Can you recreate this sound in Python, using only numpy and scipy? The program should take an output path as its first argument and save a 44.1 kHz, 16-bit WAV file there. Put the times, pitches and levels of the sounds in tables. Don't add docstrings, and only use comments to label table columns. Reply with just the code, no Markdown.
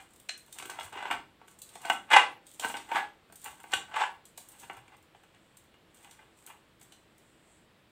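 import sys
import numpy as np
from scipy import signal
from scipy.fft import rfft, irfft
from scipy.io import wavfile
from scipy.ndimage import uniform_filter1d, minimum_filter1d, map_coordinates

SR = 44100
rng = np.random.default_rng(int(sys.argv[2]) if len(sys.argv) > 2 else 0)


def master(y):
    cut = np.clip(np.atleast_2d(y).T, -1, 1)
    pcm = np.round(cut * 32767)
    wavfile.write(sys.argv[1], SR, pcm.astype(np.int16))


def amplitude_ratio(level_db):
    exponent = np.asarray(level_db, float) / 20
    return 10 ** exponent


N = 348810

# f/Hz, level/dB
HUSH_COLOUR = [(15, -35.5), (30, -6.5), (193, -6), (297, -9.5), (322, -3.5), (368, -9.5), (567, -10.5),
               (762, -14), (1080, -14.5), (1240, -15), (3440, -19), (6380, -33.5), (7910, -29.5),
               (9810, -35), (15500, -36)]
# t/s, level/dB
HUSH_LEVEL = [
    (0.0, -63.5),
    (7.91, -63.5),
]
# start t/s, length/s, hiss level/dB
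FINGER_SLIDES = [
    (0.1, 0.47, -78),
    (5.15, .55, -81),
    (5.9, .7, -79),
    (6.8, 0.86, -77),
]
# f/Hz, width/Hz, level/dB
SKIN_BAND = [(7930, 1700, 0)]
# f/Hz, t60/s
ROOM_DECAY = [(200, 0.73), (600, 0.28), (2000, 0.28), (5000, 0.3), (12000, 0.25)]
# t/s, peak level/dB
BLADE_TAPS = [
    (0.2907, -20.5),
    (0.2934, -17.5),
]
# f/Hz, width/Hz, level/dB
BLADE_MODES = [(755, 670, -15.5), (1570, 290, -8), (2460, 210, -1.5), (2680, 200, -17), (4140, 110, -3.5),
               (3270, 500, -18), (1980, 300, -10.5), (6020, 480, -15), (7450, 170, -13), (8260, 360, -16)]
# t/s, peak level/dB, brightness/(dB per octave)
CRUST_SNAPS = [(0.2878, -29.5, -7), (0.376, -34, 4), (0.5255, -26.5, -1), (0.5852, -23.5, -1),
               (0.6235, -30.5, -14), (0.656, -31, 3), (0.6978, -23.5, -3.5), (0.797, -29.5, -6.5),
               (1.1109, -25.5, -1), (1.617, -26, 1.5), (1.69, -35.5, -2), (1.7533, -31.5, -5),
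               (1.8522, -27, -6.5), (1.898, -31, 3), (2.1232, -28, -3.5), (2.4666, -35, 0),
               (2.596, -19, -4), (2.7673, -25.5, -7), (3.3563, -31.5, 4), (3.4423, -26, 7),
               (3.7182, -26.5, -7), (3.7362, -16.5, -8.5), (3.9603, -35.5, 3.5), (4.2531, -35, 0.5),
               (4.3751, -24.5, 0), (4.4863, -33.5, 11), (6.11, -35, -3.5), (6.4633, -30, 6),
               (6.812, -37.5, -0.5), (6.9215, -38, -7)]
# t/s, peak level/dB
CRUMB_TICKS = [(0.1055, -49), (0.1344, -43), (0.1596, -40.5), (0.1986, -37.5), (0.2588, -51), (0.462, -44),
               (0.9252, -39), (1.476, -45), (1.588, -37), (2.5371, -39), (2.889, -41), (3.3232, -37),
               (3.4158, -36), (3.6004, -40), (3.6327, -39.5), (4.5176, -39), (4.5976, -36), (4.731, -42),
               (4.7675, -41), (4.966, -47.5), (5.0255, -49), (5.234, -51.5), (5.5695, -36.5), (5.6386, -51),
               (5.9439, -43), (6.028, -45), (6.4383, -50), (6.7965, -49.5), (6.8273, -39.5),
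               (7.1799, -44.5)]
# hardest moment t/s, crunch level/dB, rise/s, fall/s
CRUNCH_STROKES = [(0.0, -60, .01, 0.1), (.15, -77, .1, .6), (.588, -58, 0.31, 0.27),
                  (.846, -54, 0.26, 0.085), (1.08, -64.5, .09, 0.25), (1.516, -59.5, 0.081, 0.029),
                  (1.746, -62, 0.34, .4), (1.926, -55, .3, 0.11), (2.2, -59, .13, 0.056),
                  (2.47, -59.5, 0.045, 0.36), (2.636, -42.5, 0.074, 0.2), (2.98, -59, 0.34, 0.094),
                  (3.372, -76, 0.083, .2), (3.465, -48.5, 0.092, 0.076), (3.746, -59.5, 0.49, .32),
                  (4.03, -67, 0.18, 0.069), (4.382, -46.5, 0.03, 0.045), (4.466, -70, 0.28, 0.26),
                  (4.622, -53.5, 0.19, .133), (4.95, -77, 0.52, .2), (5.96, -59.5, 0.034, 0.33),
                  (6.15, -74, .1, 0.12), (6.37, -66, .02, 0.54), (6.95, -73.5, .3, .1)]
# f/Hz, level/dB
CRUST_COLOUR = [(880, -41), (1500, -16), (2160, -12), (3250, -1.5), (4080, -3), (5220, -9), (6500, -2),
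                (8400, 5.5), (11000, -9.5), (14900, -4.5), (16000, -21.5)]
# t/s, peak level/dB, table thud level/dB, brightness/(dB per octave)
CHOPS = [(0.586, -32.5, -69, 6), (0.599, -29.5, -51, 3), (0.624, -27, -49, -1), (0.654, -34, -48, 6.5),
         (0.696, -22, -60, -6.5), (0.788, -18, -67, -3.5), (0.809, -23.5, -54, 0.5),
         (0.928, -37.5, -51, 5.5), (0.96, -44, -45, -3), (1.026, -21, -52, -1.5), (1.054, -20, -54, -2),
         (1.103, -16.5, -42.5, -5.5), (1.111, -11, -75.5, 0), (1.756, -33, -56, -12),
         (1.85, -19.5, -46.5, -4), (1.899, -5, -35.5, 1), (2.1035, -22, -51, 2.5), (2.123, -18, -42.5, 1),
         (2.595, -30.5, -71, -7.5), (2.61, -37.5, -52, -12), (2.646, -14, -33, -1.5), (2.699, -24, -57, -2),
         (2.741, -18.5, -46, -2.5), (2.916, -15.5, -45, -3), (2.946, -19, -39, -5),
         (3.46, -32, -46.5, -0.5), (3.64, -30.5, -70, -10.5), (3.735, -7.5, -41, 2.5),
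         (3.941, -21.5, -52, -0.5), (4.698, -23.5, -53.5, -2.5)]
# t/s, peak level/dB, brightness/(dB per octave)
TOUCHES = [(0.481, -49, 13), (1.415, -39.5, -3), (1.481, -41, 6), (1.818, -46, 0), (2.892, -36, -8),
           (3.299, -42.5, -7), (3.326, -39.5, -3.5), (3.602, -38, -1), (4.379, -36.5, -4.5),
           (4.63, -37.5, 0), (4.711, -44, 6), (4.88, -43, 5), (5.148, -41, -0.5), (5.236, -44.5, 1),
           (5.347, -49.5, 6), (5.741, -43.5, 1.5), (6.046, -44.5, 9), (6.474, -41, 6), (6.815, -48, 2),
           (6.921, -46.5, -2.5)]
# t/s, peak level/dB
HAND_BUMPS = [
    (0.598, -59),
    (0.836, -56),
    (1.119, -64),
    (1.903, -55),
    (2.641, -60.5),
    (2.74, -58),
    (3.465, -66),
    (3.73, -49),
    (4.628, -53.5),
    (4.771, -57),
]
# hardest moment t/s, chatter level/dB, rise/s, fall/s
SWEEPS = [(0.0, -44.5, .01, 0.055), (1.06, -31.5, 0.13, 0.094), (1.112, -23, 0.0084, 0.067),
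          (1.89, -36.5, 0.12, .01), (2.112, -25, .012, 0.067), (2.135, -18.5, .03, 0.045),
          (2.149, -13, .04, 0.034), (2.166, -13.5, 0.037, 0.086), (2.644, -27.5, 0.044, 0.044),
          (2.752, -36, 0.013, 0.11), (3.462, -40.5, 0.043, 0.12), (3.732, -27, 0.024, .02),
          (4.56, -57, 0.18, 0.021), (4.64, -46.5, 0.067, 0.039), (4.776, -47.5, 0.12, 0.04),
          (4.95, -57.5, 0.33, 0.019), (5.35, -57, 0.036, .08), (5.952, -67, 0.037, .2),
          (6.058, -54, 0.097, 0.12), (6.132, -64, 0.12, .06), (6.194, -57, .03, 0.13),
          (6.506, -43.5, 0.068, 0.063)]
# start t/s, length/s, chatter level/dB
SAWING = [
    (.55, 0.17, -55.5),
    (.7, 0.19, -49.5),
    (.924, 0.073, -41.5),
    (1.4, 0.1, -71),
    (1.7, 0.069, -63),
    (2.69, 0.03, -42.5),
    (3.58, 0.15, -59.5),
    (3.76, 0.08, -49),
    (4.36, .1, -78),
    (5.95, 0.288, -93),
]
# hardest moment t/s, chatter level/dB, rise/s, fall/s
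RIM_SHOVES = [
    (2.893, -44, .012, .1),
    (2.962, -19, 0.071, 0.037),
    (2.985, -29.5, 0.051, .1),
    (3.972, -27.5, .1, 0.078),
    (4.005, -20.5, 0.043, 0.047),
    (4.027, -26, 0.047, 0.081),
]
# f/Hz, width/Hz, level/dB
STRUCK_MODES = [(920, 25, 2.5), (1131, 18, -1.5), (1337, 10, -2), (1525, 27, 0), (2130, 180, -12),
                (2280, 49, -10), (2510, 43, -10), (2860, 39, -4), (3360, 56, -9.5), (4200, 48, -21)]
# f/Hz, width/Hz, level/dB
SLIDING_MODES = [(853, 210, -2), (1132, 18, -2.5), (1337, 11, -5.5), (1550, 69, -7.5), (2030, 45, -3),
                 (2420, 64, -9), (2836, 39, -4), (3374, 47, -10), (3713, 67, -17.5), (1687, 30, -9),
                 (3970, 140, -24.5)]
# f/Hz, width/Hz, level/dB
RIM_MODES = [(806, 150, -3.5), (887, 53, 4), (1136, 41, -2.5), (1347, 31, -5.5), (1495, 35, -5),
             (1686, 11, 0.5), (2025, 33, -5), (2830, 97, -18), (3440, 390, -19)]
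# f/Hz, level/dB
SLAB_COLOUR = [(71, -77.5), (120, -41.5), (381, -16), (600, -16), (793, -2.5), (1240, -20), (1560, -9),
               (1780, -16), (2830, -15), (3110, -18), (4950, -42.5), (8160, -25.5), (12000, -51),
               (15600, -79), (22000, -120)]
# f/Hz, level/dB
TABLE_COLOUR = [(90, -35.5), (180, -8), (300, -1), (450, -1), (800, -34.5)]
# f/Hz, level/dB
COUNTER_COLOUR = [(35, -29), (70, -3.5), (100, 2.5), (150, -8), (260, -36.5)]
# f/Hz, level/dB
TREBLE_HOLES = [(7500, -58), (8800, -36), (11000, -35), (15000, -37)]


def unit(x):
    return x / np.sqrt(np.mean(x ** 2) + 1e-20)


def along(points, hz):
    f, v = np.transpose(points)
    return np.interp(np.log(hz + 1), np.log(f + 1), v)


def resonances(modes, f):
    power = 0
    for centre, width, db in modes:
        damping = (f * width) ** 2
        power = power + amplitude_ratio(2 * db) * damping / ((centre * centre - f * f) ** 2 + damping)
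    return power


def causal(gain, size=8192):
    cepstrum = irfft(np.log(gain(np.fft.rfftfreq(size, 1 / SR)) + 1e-6), size)
    cepstrum[1:size // 2] *= 2
    cepstrum[size // 2 + 1:] = 0
    response = irfft(np.exp(rfft(cepstrum)), size)[:size // 2]
    return response / np.linalg.norm(response)


def through(x, gain):
    return signal.fftconvolve(x, causal(gain))[:N]


def wobble(rate):
    knots = rng.standard_normal(int(N * rate / SR) + 4)
    return map_coordinates(knots, [np.arange(N) * rate / SR])


def strokes(rows, size=16):
    swell_db = 30
    t = np.arange(0, N, size) / SR
    gain = 0
    for s, db, rise, fall in rows:
        away = np.maximum((s - t) / max(rise, .002), (t - s) / max(fall, .002))
        gain = gain + amplitude_ratio(db - swell_db * away)
    return np.interp(np.arange(N) / SR, t, gain)


def holds(rows):
    t = np.arange(N) / SR
    gain = 0
    for s, length, db in rows:
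        inside = np.minimum(t - s, s + length - t)
        gain = gain + amplitude_ratio(db) * np.clip(inside / 0.0073 + .5, 0, 1)
    return gain


def grains(rate, spread_db):
    hit, size, sign = rng.random((3, N))
    height = amplitude_ratio(-spread_db * np.log(size + 1e-4))
    return unit((hit < rate / SR) * height * np.sign(sign - .5))


def bursts(rows, spike, attack_s=0.0011):
    size, lead, rise = 4096, 256, 16
    out = np.zeros(N + 2 * size)
    t, hz = np.arange(size - lead) / SR, np.fft.rfftfreq(size, 1 / SR)
    attack = 1 - np.exp(-t / max(attack_s, 1e-4))
    for s, db, tilt_db, pivot_hz, t60 in rows:
        noise = rng.standard_normal(len(t)) * amplitude_ratio(-60 * t / max(t60, .001)) * attack
        noise /= np.linalg.norm(noise)
        noise[rise] += spike
        tilt = amplitude_ratio(tilt_db * np.log2((hz + 200) / pivot_hz))
        burst = irfft(rfft(np.pad(noise, (lead, 0))) * tilt, size)
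        out[round(s * SR):][:size] += amplitude_ratio(db) * burst / np.sqrt(1 + spike ** 2)
    return out[lead:N + lead]


def hush():
    z = signal.stft(rng.standard_normal(N), nperseg=512)[2]
    patches = uniform_filter1d(rng.standard_normal(z.shape), 6, axis=0)
    patches = uniform_filter1d(patches, 14, axis=1)
    air = signal.istft(z * amplitude_ratio(0.6 * unit(patches)), nperseg=512)[1][:N]
    air = unit(through(air, lambda f: amplitude_ratio(along(HUSH_COLOUR, f))))
    s, db = np.transpose(HUSH_LEVEL)
    return air * amplitude_ratio(np.interp(np.arange(N) / SR, s, db))


def kitchen(x, block=12288):
    out = np.zeros(N + block + SR)
    for start in range(0, N, block):
        hz, t, z = signal.stft(rng.standard_normal(SR // 2), SR, nperseg=256)
        decay = amplitude_ratio(-60 * t / along(ROOM_DECAY, hz)[:, None])
        tail = signal.istft(z * decay, SR, nperseg=256)[1]
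        wet = signal.fftconvolve(x[start:start + block], tail / np.linalg.norm(tail))
        out[start + 130:][:len(wet)] += wet
    return out[:N]


def fingers():
    skin = holds(FINGER_SLIDES) * amplitude_ratio(3.5 * wobble(8.1)) * rng.standard_normal(N)
    return through(skin, lambda f: resonances(SKIN_BAND, f))


def blade():
    blows = bursts([(s, db + 11, 0, 3000, .012) for s, db in BLADE_TAPS], spike=0.44)

    def steel(f):
        return np.sqrt(resonances(BLADE_MODES, f)) / (1 + (600 / (f + 1)) ** 4) / (1 + (f / 9500) ** 8)
    return through(blows, steel)


def crust():
    snap_rows = [(s, db + 6.5, np.clip(tilt, -7, 9), 8000, .015) for s, db, tilt in CRUST_SNAPS]
    snaps = bursts(snap_rows, spike=0.1, attack_s=0.01)
    ticks = bursts([(s, db + 7, 3, 8000, .024) for s, db in CRUMB_TICKS], spike=0.1, attack_s=0.0013)
    clumps = unit(amplitude_ratio(3.3 * wobble(69)) * grains(4000, spread_db=4.0))
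    crumbs = strokes(CRUNCH_STROKES) * amplitude_ratio(-2.0) * clumps

    def colour(f):
        return amplitude_ratio(along(CRUST_COLOUR, f)) / (1 + (900 / (f + 1)) ** 4)
    return through(snaps + crumbs, colour), through(ticks, colour)


def glass(modes, f):
    slab = amplitude_ratio(2 * (along(SLAB_COLOUR, f) - 0.5))
    ring = np.sqrt(slab + resonances(modes, f) / (1 + (f / 4500) ** 4))
    return ring / (1 + (f / 11000) ** 4) / (1 + (330 / (f + 1)) ** 4)


def slid_glass(x, modes):
    return through(x, lambda f: glass(modes, f) * amplitude_ratio(-5.5 / (1 + (f / 710) ** 12)))


def board():
    touch_thud_db = -20.5
    knocks = CHOPS + [(s, db, db + touch_thud_db, tilt) for s, db, tilt in TOUCHES]
    blows = bursts([(s, db + 10.5, np.clip(tilt, -6, 6), 1500, .018) for s, db, _, tilt in knocks], spike=0.6)
    thuds = bursts([(s, thud + 21.0, 0, 300, .03) for s, _, thud, _ in knocks], spike=0.14)
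    bumps = bursts([(s, db + 26.0, 0, 100, .12) for s, db in HAND_BUMPS], spike=.1)
    low = through(thuds, lambda f: amplitude_ratio(along(TABLE_COLOUR, f)))
    low = low + through(bumps, lambda f: amplitude_ratio(along(COUNTER_COLOUR, f)))
    slips = unit(amplitude_ratio(2.6 * wobble(140)) * grains(3200, spread_db=0.48))
    chatter = (strokes(SWEEPS) + holds(SAWING)) * amplitude_ratio(-4.0) * slips
    shoves = strokes(RIM_SHOVES) * amplitude_ratio(-4.5) * slips
    struck = through(blows, lambda f: glass(STRUCK_MODES, f))
    return struck + slid_glass(chatter, SLIDING_MODES) + slid_glass(shoves, RIM_MODES) + low


def scene():
    hard = board() + blade()
    crisp, ticks = crust()
    room = kitchen(amplitude_ratio(-4.0) * hard + amplitude_ratio(-0.5) * crisp + amplitude_ratio(-1.5) * ticks)
    mono = hard + crisp + ticks + room + hush() + fingers()
    return np.array([mono, mono])


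def thin_treble(x, size=2048, order=20):
    hz, _, z = signal.stft(x, SR, nperseg=size)
    band = np.arange(len(hz)) // order
    power = np.add.reduceat(abs(z[0]) ** 2, np.arange(0, len(hz), order), axis=0)
    power_db = 10 * np.log10(power + 1e-20)
    top_db = power_db.max(axis=0)
    recent_db = -minimum_filter1d(-top_db, size=9, origin=4) - 22
    spare_db = np.clip(np.percentile(top_db, 30) + 10 - top_db, -2, 10)
    margin_db = (power_db - np.maximum(top_db, recent_db) + spare_db)[band]
    margin_db = margin_db - along(TREBLE_HOLES, hz)[:, None]
    chance = unit(uniform_filter1d(rng.standard_normal((3,) + power_db.shape), size=3, axis=2))
    luck_db = (3 * chance[2] + 7 * chance[:2])[:, band]
    keep = np.maximum(margin_db, -2) + luck_db > 0
    coarse = amplitude_ratio(np.clip(4 - .7 * margin_db, 0, 11))
    passband = (hz < 15850) / (1 + (30 / (hz + 1)) ** 2)
    return signal.istft(z * keep * coarse * passband[:, None], SR, nperseg=size)[1][:, :N]


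def roll_off(x):
    return signal.sosfilt(signal.butter(12, 16600, fs=SR, output="sos"), x)


def record(dry):
    mix = thin_treble(dry)
    return roll_off(mix)


dry = scene()
out = record(dry)
master(out)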